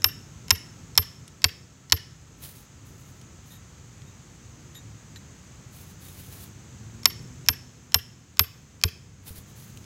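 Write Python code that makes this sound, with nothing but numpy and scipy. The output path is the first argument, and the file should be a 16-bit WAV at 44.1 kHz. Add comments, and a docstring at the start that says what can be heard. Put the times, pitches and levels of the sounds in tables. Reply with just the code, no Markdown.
"""A sharp crack, a thin steel ring, a thud of turf: a mallet drives a wide chisel against a geode
on a lawn, two runs of five blows. Between runs the stone is reset: the blade clinks on it, grit
snaps, clothing rustles. At the end the mallet drops on the grass. A nearby wall answers each blow.
Underneath: light breeze, far engine, high hiss. A limiter ducks briefly on the cracks."""
import sys
import numpy as np
from scipy import signal
from scipy.fft import rfft, irfft, next_fast_len
from scipy.io import wavfile
from scipy.ndimage import uniform_filter1d, minimum_filter1d

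SR = 44100
rng = np.random.default_rng(int(sys.argv[2]) if len(sys.argv) > 2 else 0)


def digitize_waveform(pressure):
    """Quantize a signal to 16-bit integers and store it at the path in sys.argv[1].

    Rows of a 2-D input are taken as channels; values are limited to [-1, 1].
    """
    field = np.atleast_2d(pressure).T
    bounded = np.clip(field, -1, 1)
    quanta = np.round(bounded * 32767).astype(np.int16)
    wavfile.write(sys.argv[1], SR, quanta)


N = 434374
TIME_S = np.arange(N) / SR
EVENT_S = np.arange(int(.3 * SR)) / SR   # time axis of one impact

# breeze on the microphone: t/s, level/dB
BREEZE_LEVEL = [(0, -45.5), (.85, -48.5), (1.75, -52.5), (3.15, -48.5), (3.75, -51), (4.6, -48), (6.7, -48),
                (7.35, -45), (7.65, -50.5), (8.26, -53.5), (9.85, -48)]
# airy rush and high hiss together: t/s, level/dB
DISTANT_LEVEL = [(0, -59), (.8, -58.5), (1.7, -63), (3.05, -60), (7.35, -58), (7.6, -60), (8.26, -64),
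                 (8.55, -62.5), (9.2, -64), (9.5, -59.5)]
# noise spectra: f/Hz, relative density/dB
BREEZE_SPECTRUM = [(20, -41), (40, -15), (65, -2.5), (100, 0), (135, -0.5), (200, -8.5), (320, -15),
                   (500, -21.5), (900, -50), (3000, -77.5)]
AIR_SPECTRUM = [(100, -11), (500, -0.5), (1200, 0.5), (2300, -2.5), (4000, -6), (7000, -5.5), (10000, -20),
                (15500, -20)]
HISS_SPECTRUM = [(4500, -39.5), (5650, -13.5), (6000, 6), (6700, 7), (7400, 1.5), (8000, 0.5), (8700, -15),
                 (10500, -33)]
CLOTH_SPECTRUM = [(400, 2.5), (1500, -2), (4000, 3), (7000, -1.5), (10000, 4.5), (13000, 4.5), (15700, 4.5)]
ECHO_SPECTRUM = [(100, 6), (900, -3), (1400, 0.5), (1850, 6), (2300, 1), (3000, 4.5), (4300, -4.5),
                 (5000, 2), (5400, 2), (5900, -4), (7000, -6), (10300, -2.5), (12500, -12), (15000, -1)]
# far engine, revving up twice: t/s, f/Hz, level/dB
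ENGINE_TRACK = [(0, 97, -54), (1.4, 134.3, -60.5), (3.1, 133.2, -61), (3.7, 119.9, -67),
                (4.899, 112.3, -51.5), (5.599, 82.03, -58.5), (6.3, 93, -50.5), (7.4, 127.1, -47.5),
                (8.3, 113.9, -62.5), (9.2, 94, -57), (9.85, 112.8, -47.5)]
# wall echo and tail: delay/s, relative level/dB
ECHO_ENVELOPE = [(.006, -16), (.02, -7.5), (.04, -17.5), (.042, -0.5), (.046, -4), (.049, -0.5),
                 (.056, -9.5), (.09, -13.5), (.13, -19), (.22, -30), (.45, -50)]
# clothing rubs as the arm moves: t/s, length/s, start level/dB, swell/dB
CLOTH_SWISHES = [(2.424, 0.03, -47.5, 3.5), (2.474, 0.14, -50, -6.5), (2.87, 0.36, -62, -10),
                 (3.467, .07, -62.5, 5), (5.734, .18, -57, -3.5), (6.022, .42, -55, 5.5),
                 (9.284, 0.011, -44, -1.5), (9.366, .015, -49.5, 0), (9.488, .02, -61, -2),
                 (9.565, .1, -58, 1.5), (9.699, .15, -63, -4)]
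# loose blade skids on the stone: t/s, level/dB, contact/s
BLADE_SKIDS = [(3.214, -62.5, 0.0038), (3.504, -38.5, 0.06), (4.07, -56, .03), (4.747, -39.5, 0.044),
               (5.157, -38.5, 0.019), (6.039, -49, .06)]
# grit snaps under the edge: t/s, level/dB, f/Hz
GRIT_SNAPS = [(1.279, -33.5, 4740), (3.214, -37.5, 4500), (4.0186, -40, 2900), (4.753, -37, 3020),
              (5.16, -34, 3020), (7.225, -51.5, 11060), (9.773, -34.5, 4260), (9.842, -41, 3900)]
# mallet lands on the grass: t/s, level/dB
MALLET_DROPS = [(9.307, -20), (9.386, -24)]
# modes: f/Hz, level/dB, t60/s
LOOSE_BLADE_MODES = [(1855, -6, 0.044), (3746, 1.5, 0.06), (3960, -11, 0.022), (7080, -3, .04),
                     (8800, -14.5, 0.053), (11560, -9.5, 0.029), (12640, -29, 0.11), (13900, -12.5, .05)]
BITING_BLADE_MODES = [(5320, -2.5, 0.017), (5413, 3, 0.013), (5560, -5.5, .015), (7290, -6, 0.014),
                      (10140, -9, 0.012), (11700, -16.5, 0.0061)]   # edge held in the stone
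SHANK_MODES = [(12770, 0, .016), (12677, -17, .09), (14680, -10, .015), (14574, -31, .1)]   # main ring, then overtone; each a brief and a lasting mode
TURF_MODES = [(87, -10.5, 0.097), (175.9, -24, 0.071), (383, -34.5, 0.096), (445.5, -32.5, 0.12)]   # bounce on the lawn
GEODE_MODES = [(970, -23.5, 0.019), (1510, -14.5, 0.014), (2680, -8.5, 0.01), (3125, -6, 0.0093),
               (3440, -13, 0.0045), (3910, -3.5, 0.0072), (4450, -7.5, 0.018)]
# crack of the stone: f/Hz, density/dB, t60/s
CRACK_SPECTRUM = [(150, -28.5, .035), (410, -15.5, 0.034), (620, -30, 0.02), (900, -0.5, 0.023),
                  (1220, -6, 0.023), (1570, -4, .018), (2740, -0.5, 0.018), (4500, 1, 0.012),
                  (6200, 3.5, 0.0088), (7440, -13, 0.019), (8700, -22, 0.014), (11700, -1, 0.0065),
                  (15500, -22, 0.018)]
# faint ticks ahead of each crack: lead/s, relative level/dB
PRE_TICKS = [(.0232, -46.5), (.012, -54)]
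# mallet blows: t/s, crack/dB, rebound delay/s, rebound/dB, knock/dB, knock centre/Hz,
# blade/dB, shank/dB, shank overtone/dB, thud/dB
MALLET_BLOWS = [(0.043, -0.5, 0.0018, -4, 2.5, 4700, 5, 10.5, -11, -7.5),
                (0.5056, 1.5, 0.0037, -1, -1.5, 4700, 4.5, 4.5, -4.5, 0),
                (0.9765, 0.5, 0.0043, -4.5, 3, 4400, 5.5, 9, -14.5, -0.5),
                (1.4421, 0.5, 0.0034, -9, 12.5, 4280, 0, -3.5, 2.5, -2.5),
                (1.922, 1, 0.0038, -6.5, 15, 3900, 2, 1, -1.5, 0),
                (7.0556, -0.5, 0.0022, -3.5, 12.5, 3900, 3.5, 4, -1.5, -15),
                (7.4858, -1.5, .0035, -9, 12.5, 2790, 0.5, 5.5, -10, -3.5),
                (7.9436, -1.5, 0.003, -5.5, 1.5, 2690, 0.5, 5.5, -13.5, -3.5),
                (8.3935, -0.5, 0.002, -4.5, 7, 3097, -7.5, 10.5, 11, -0.5),
                (8.8369, -2.5, 0.0012, -5.5, 15.5, 3510, 1.5, -3, 2, 3)]


def from_db(db):
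    """Decibels to gain."""
    return 10 ** (np.asarray(db) / 20)


def unit_rms(x):
    """Scale to rms 1."""
    return x / np.sqrt(np.mean(x ** 2) + 1e-20)


def at_hz(rows, hz, column=1):
    """Table column, interpolated over log frequency."""
    rows = np.array(rows)
    return np.interp(np.log(np.maximum(hz, 1)), np.log(rows[:, 0]), rows[:, column])


def gain_curve(rows, column=1):
    """Gain over time from a dB column."""
    rows = np.array(rows)
    return from_db(np.interp(TIME_S, rows[:, 0], rows[:, column]))


def noise(spectrum, size=N):
    """Coloured noise, rms 1."""
    n = next_fast_len(size)
    colour = from_db(at_hz(spectrum, np.arange(n // 2 + 1) * SR / n))
    return unit_rms(irfft(rfft(rng.standard_normal(n)) * colour, n)[:size])


def drift(rate_hz):
    """Random wander, rms 1."""
    knots = rng.standard_normal(int(N / SR * rate_hz) + 2)
    return unit_rms(np.interp(TIME_S * rate_hz, np.arange(len(knots)), knots))


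def bandpass(x, low_hz, high_hz):
    """Butterworth band-pass."""
    sos = signal.butter(2, [low_hz, min(high_hz, .45 * SR)], "band", fs=SR, output="sos")
    return signal.sosfilt(sos, x)


def decay(t60_s):
    """Envelope, down 60 dB at t60_s."""
    return from_db(-60 * EVENT_S / t60_s)


def burst(t60_s, low_hz, high_hz):
    """Decaying noise in one band."""
    return bandpass(rng.standard_normal(len(EVENT_S)) * decay(t60_s), low_hz, high_hz)


def ring(modes, spread_db=0, detune=0):
    """Struck modes; level and pitch vary with the contact point."""
    return sum(from_db(db + spread_db * rng.normal()) * decay(t60_s)
               * np.sin(2 * np.pi * hz * (1 + detune * rng.normal()) * EVENT_S)
               for hz, db, t60_s in modes)


def add(out, start_s, sound):
    """Mix a sound in at start_s."""
    i = max(0, round(start_s * SR))
    out[i:i + len(sound)] += sound[:max(0, len(out) - i)]


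def breeze(gain_db=.5, gust_db=1):
    """Lumpy wind rumble on the microphone."""
    return from_db(gain_db + gust_db * drift(22)) * gain_curve(BREEZE_LEVEL) * noise(BREEZE_SPECTRUM)


def distant_hiss(air_db=2.5):
    """Airy rush and a high hiss as of far insects."""
    return gain_curve(DISTANT_LEVEL) * (from_db(air_db) * noise(AIR_SPECTRUM) + noise(HISS_SPECTRUM))


def far_whine(level_db=-71, fade_start_s=3.8, fade_db_per_s=29.5):
    """Faint narrow-band tone that dies away."""
    fade_db = fade_db_per_s * np.maximum(TIME_S - fade_start_s, 0)
    return from_db(level_db - fade_db) * unit_rms(bandpass(rng.standard_normal(N), 1300, 1328))


def far_engine(waver=0.01568, fade_db=3, harmonics_db=(0, -6, -18)):
    """Three low harmonics, each fading in and out through moving air."""
    times_s, hz, _ = np.transpose(ENGINE_TRACK)
    pitch_hz = np.interp(TIME_S, times_s, hz) * (1 + waver * drift(12))
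    phase = 2 * np.pi * np.cumsum(pitch_hz) / SR
    hum = sum(from_db(db + fade_db * drift(9)) * np.sin(k * phase)
              for k, db in enumerate(harmonics_db, 1))
    return gain_curve(ENGINE_TRACK, column=2) * hum


def wall_echo(x, wet_db=-39):
    """Scattered reflection off the wall, then a short thin tail."""
    size = SR // 2
    arrived = TIME_S[:size] > ECHO_ENVELOPE[0][0]
    response = noise(ECHO_SPECTRUM, size) * gain_curve(ECHO_ENVELOPE)[:size] * arrived
    return from_db(wet_db) * signal.fftconvolve(x, response / np.linalg.norm(response))[:N]


def clothing(gain_db=3, uneven_db=2, grain_db=1.5, crackle_db=2, rise_db_per_s=600, fall_db_per_s=330):
    """Sliding fabric: bright uneven swishes with a fine crackle of fibres."""
    motion = 0
    for start_s, length_s, db, swell_db in CLOTH_SWISHES:
        age_s = TIME_S - start_s
        hold_db = db + swell_db * np.clip(age_s / length_s, 0, 1)
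        fade_db = rise_db_per_s * np.maximum(-age_s, 0) + fall_db_per_s * np.maximum(age_s - length_s, 0)
        motion = np.maximum(motion, from_db(hold_db - fade_db))
    texture_db = uneven_db * drift(30) + grain_db * drift(150) + crackle_db * drift(2000)
    return from_db(gain_db + texture_db) * motion * noise(CLOTH_SPECTRUM)


def blade_clinks():
    """Skids on the stone drive the loose blade's bending modes."""
    out = np.zeros(N)
    for start_s, db, contact_s in BLADE_SKIDS:
        skid = rng.standard_normal(len(EVENT_S)) * np.exp(-(EVENT_S / contact_s) ** 4)
        clink = signal.fftconvolve(skid / np.linalg.norm(skid), ring(LOOSE_BLADE_MODES, spread_db=4))
        add(out, start_s, from_db(db) * clink)
    return out


def grit(t60_s=0.019, band_ratio=1.9):
    """Grains snap under the edge."""
    out = np.zeros(N)
    for start_s, db, hz in GRIT_SNAPS:
        add(out, start_s, from_db(db) * burst(t60_s, hz / band_ratio, hz * band_ratio))
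    return out


def mallet_drop():
    """The dropped mallet thuds twice on the turf."""
    out = np.zeros(N)
    for start_s, db in MALLET_DROPS:
        add(out, start_s, from_db(db) * ring(TURF_MODES))
    return out


def stone_crack():
    """Stone crushed under the edge: a burst whose treble dies first."""
    out, edges_hz = 0, np.geomspace(120, 17000, 18)
    for low_hz, high_hz in zip(edges_hz, edges_hz[1:]):
        hz = np.sqrt(low_hz * high_hz)
        t60_s = at_hz(CRACK_SPECTRUM, hz, column=2)
        band = burst(t60_s, low_hz, high_hz)
        energy = t60_s * (high_hz - low_hz)   # wider and longer bands carry more
        out += from_db(at_hz(CRACK_SPECTRUM, hz)) * np.sqrt(energy) * band / np.linalg.norm(band)
    return out


def stone_knock(centre_hz, fall_db_per_octave=16):
    """Dry knock of the geode; edge position favours the modes near centre_hz."""
    modes = [(hz, db - fall_db_per_octave * abs(np.log2(hz / centre_hz)), t60_s)
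             for hz, db, t60_s in GEODE_MODES]
    return ring(modes, spread_db=1, detune=0.024)


def edge_strike(crack_db, knock_db, knock_hz, blade_db, rise_s=0.00044):
    """One contact of edge and stone; force builds as the edge sinks in."""
    crack = from_db(crack_db) * stone_crack()
    knock = from_db(knock_db) * stone_knock(knock_hz)
    blade = from_db(blade_db) * ring(BITING_BLADE_MODES, spread_db=1, detune=.003)
    return (1 - np.exp(-EVENT_S / rise_s)) * (crack + knock + blade)


def mallet_blows(crack_gain_db=7, knock_gain_db=5, blade_gain_db=6, thud_lag_s=.0048, sink_s=.003):
    """The mallet hits, the chisel rings and rebounds onto the stone, the stone sinks into the turf."""
    out = np.zeros(N)
    for (start_s, crack_db, rebound_s, rebound_db, knock_db, knock_hz,
         blade_db, shank_db, overtone_db, thud_db) in MALLET_BLOWS:
        contact = (crack_db + crack_gain_db, knock_db + knock_gain_db, knock_hz, blade_db + blade_gain_db)
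        strike = edge_strike(*contact)
        add(out, start_s, strike)
        add(out, start_s + rebound_s, from_db(rebound_db) * edge_strike(*contact))
        add(out, start_s, from_db(shank_db) * ring(SHANK_MODES[:2], detune=0.00071))
        add(out, start_s, from_db(overtone_db) * ring(SHANK_MODES[2:], detune=0.00097))
        thud = (1 - np.exp(-EVENT_S / sink_s)) * ring(TURF_MODES, detune=.012)
        add(out, start_s + thud_lag_s, from_db(thud_db) * thud)
        for lead_s, db in PRE_TICKS:
            add(out, start_s - lead_s, from_db(db) * strike)
    return out


def scene():
    """Tools and stone close by, the yard around them; mono."""
    work = mallet_blows() + blade_clinks() + grit() + mallet_drop()
    near = work + wall_echo(work) + clothing()
    background = breeze() + distant_hiss() + far_whine() + far_engine()
    return (near + background)[None]


def limiter(x, ceiling_db=2, hold_s=0.01, release_db_per_s=2200):
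    """Gain drops just ahead of a peak, holds, recovers fast."""
    over_db = np.maximum(20 * np.log10(np.abs(x) + 1e-9) - ceiling_db, 0)
    hold = max(2, int(hold_s * SR))
    held_db = -minimum_filter1d(-over_db, hold, origin=(hold - 1) // 2)
    ramp_db = release_db_per_s * TIME_S
    cut_db = np.maximum.accumulate(held_db + ramp_db) - ramp_db
    ahead = SR // 1000   # 1 ms
    return x * from_db(-uniform_filter1d(np.roll(cut_db, -ahead), ahead))


def record(dry, cutoff_hz=15800):
    """Limiter, clipping of the tallest peaks, steep low-pass."""
    clipped = np.clip(limiter(dry[0]), -.95, .95)
    lowpass = signal.ellip(12, .1, 90, cutoff_hz, fs=SR, output="sos")
    return signal.sosfilt(lowpass, clipped)[None]


dry = scene()
out = record(dry)
digitize_waveform(out)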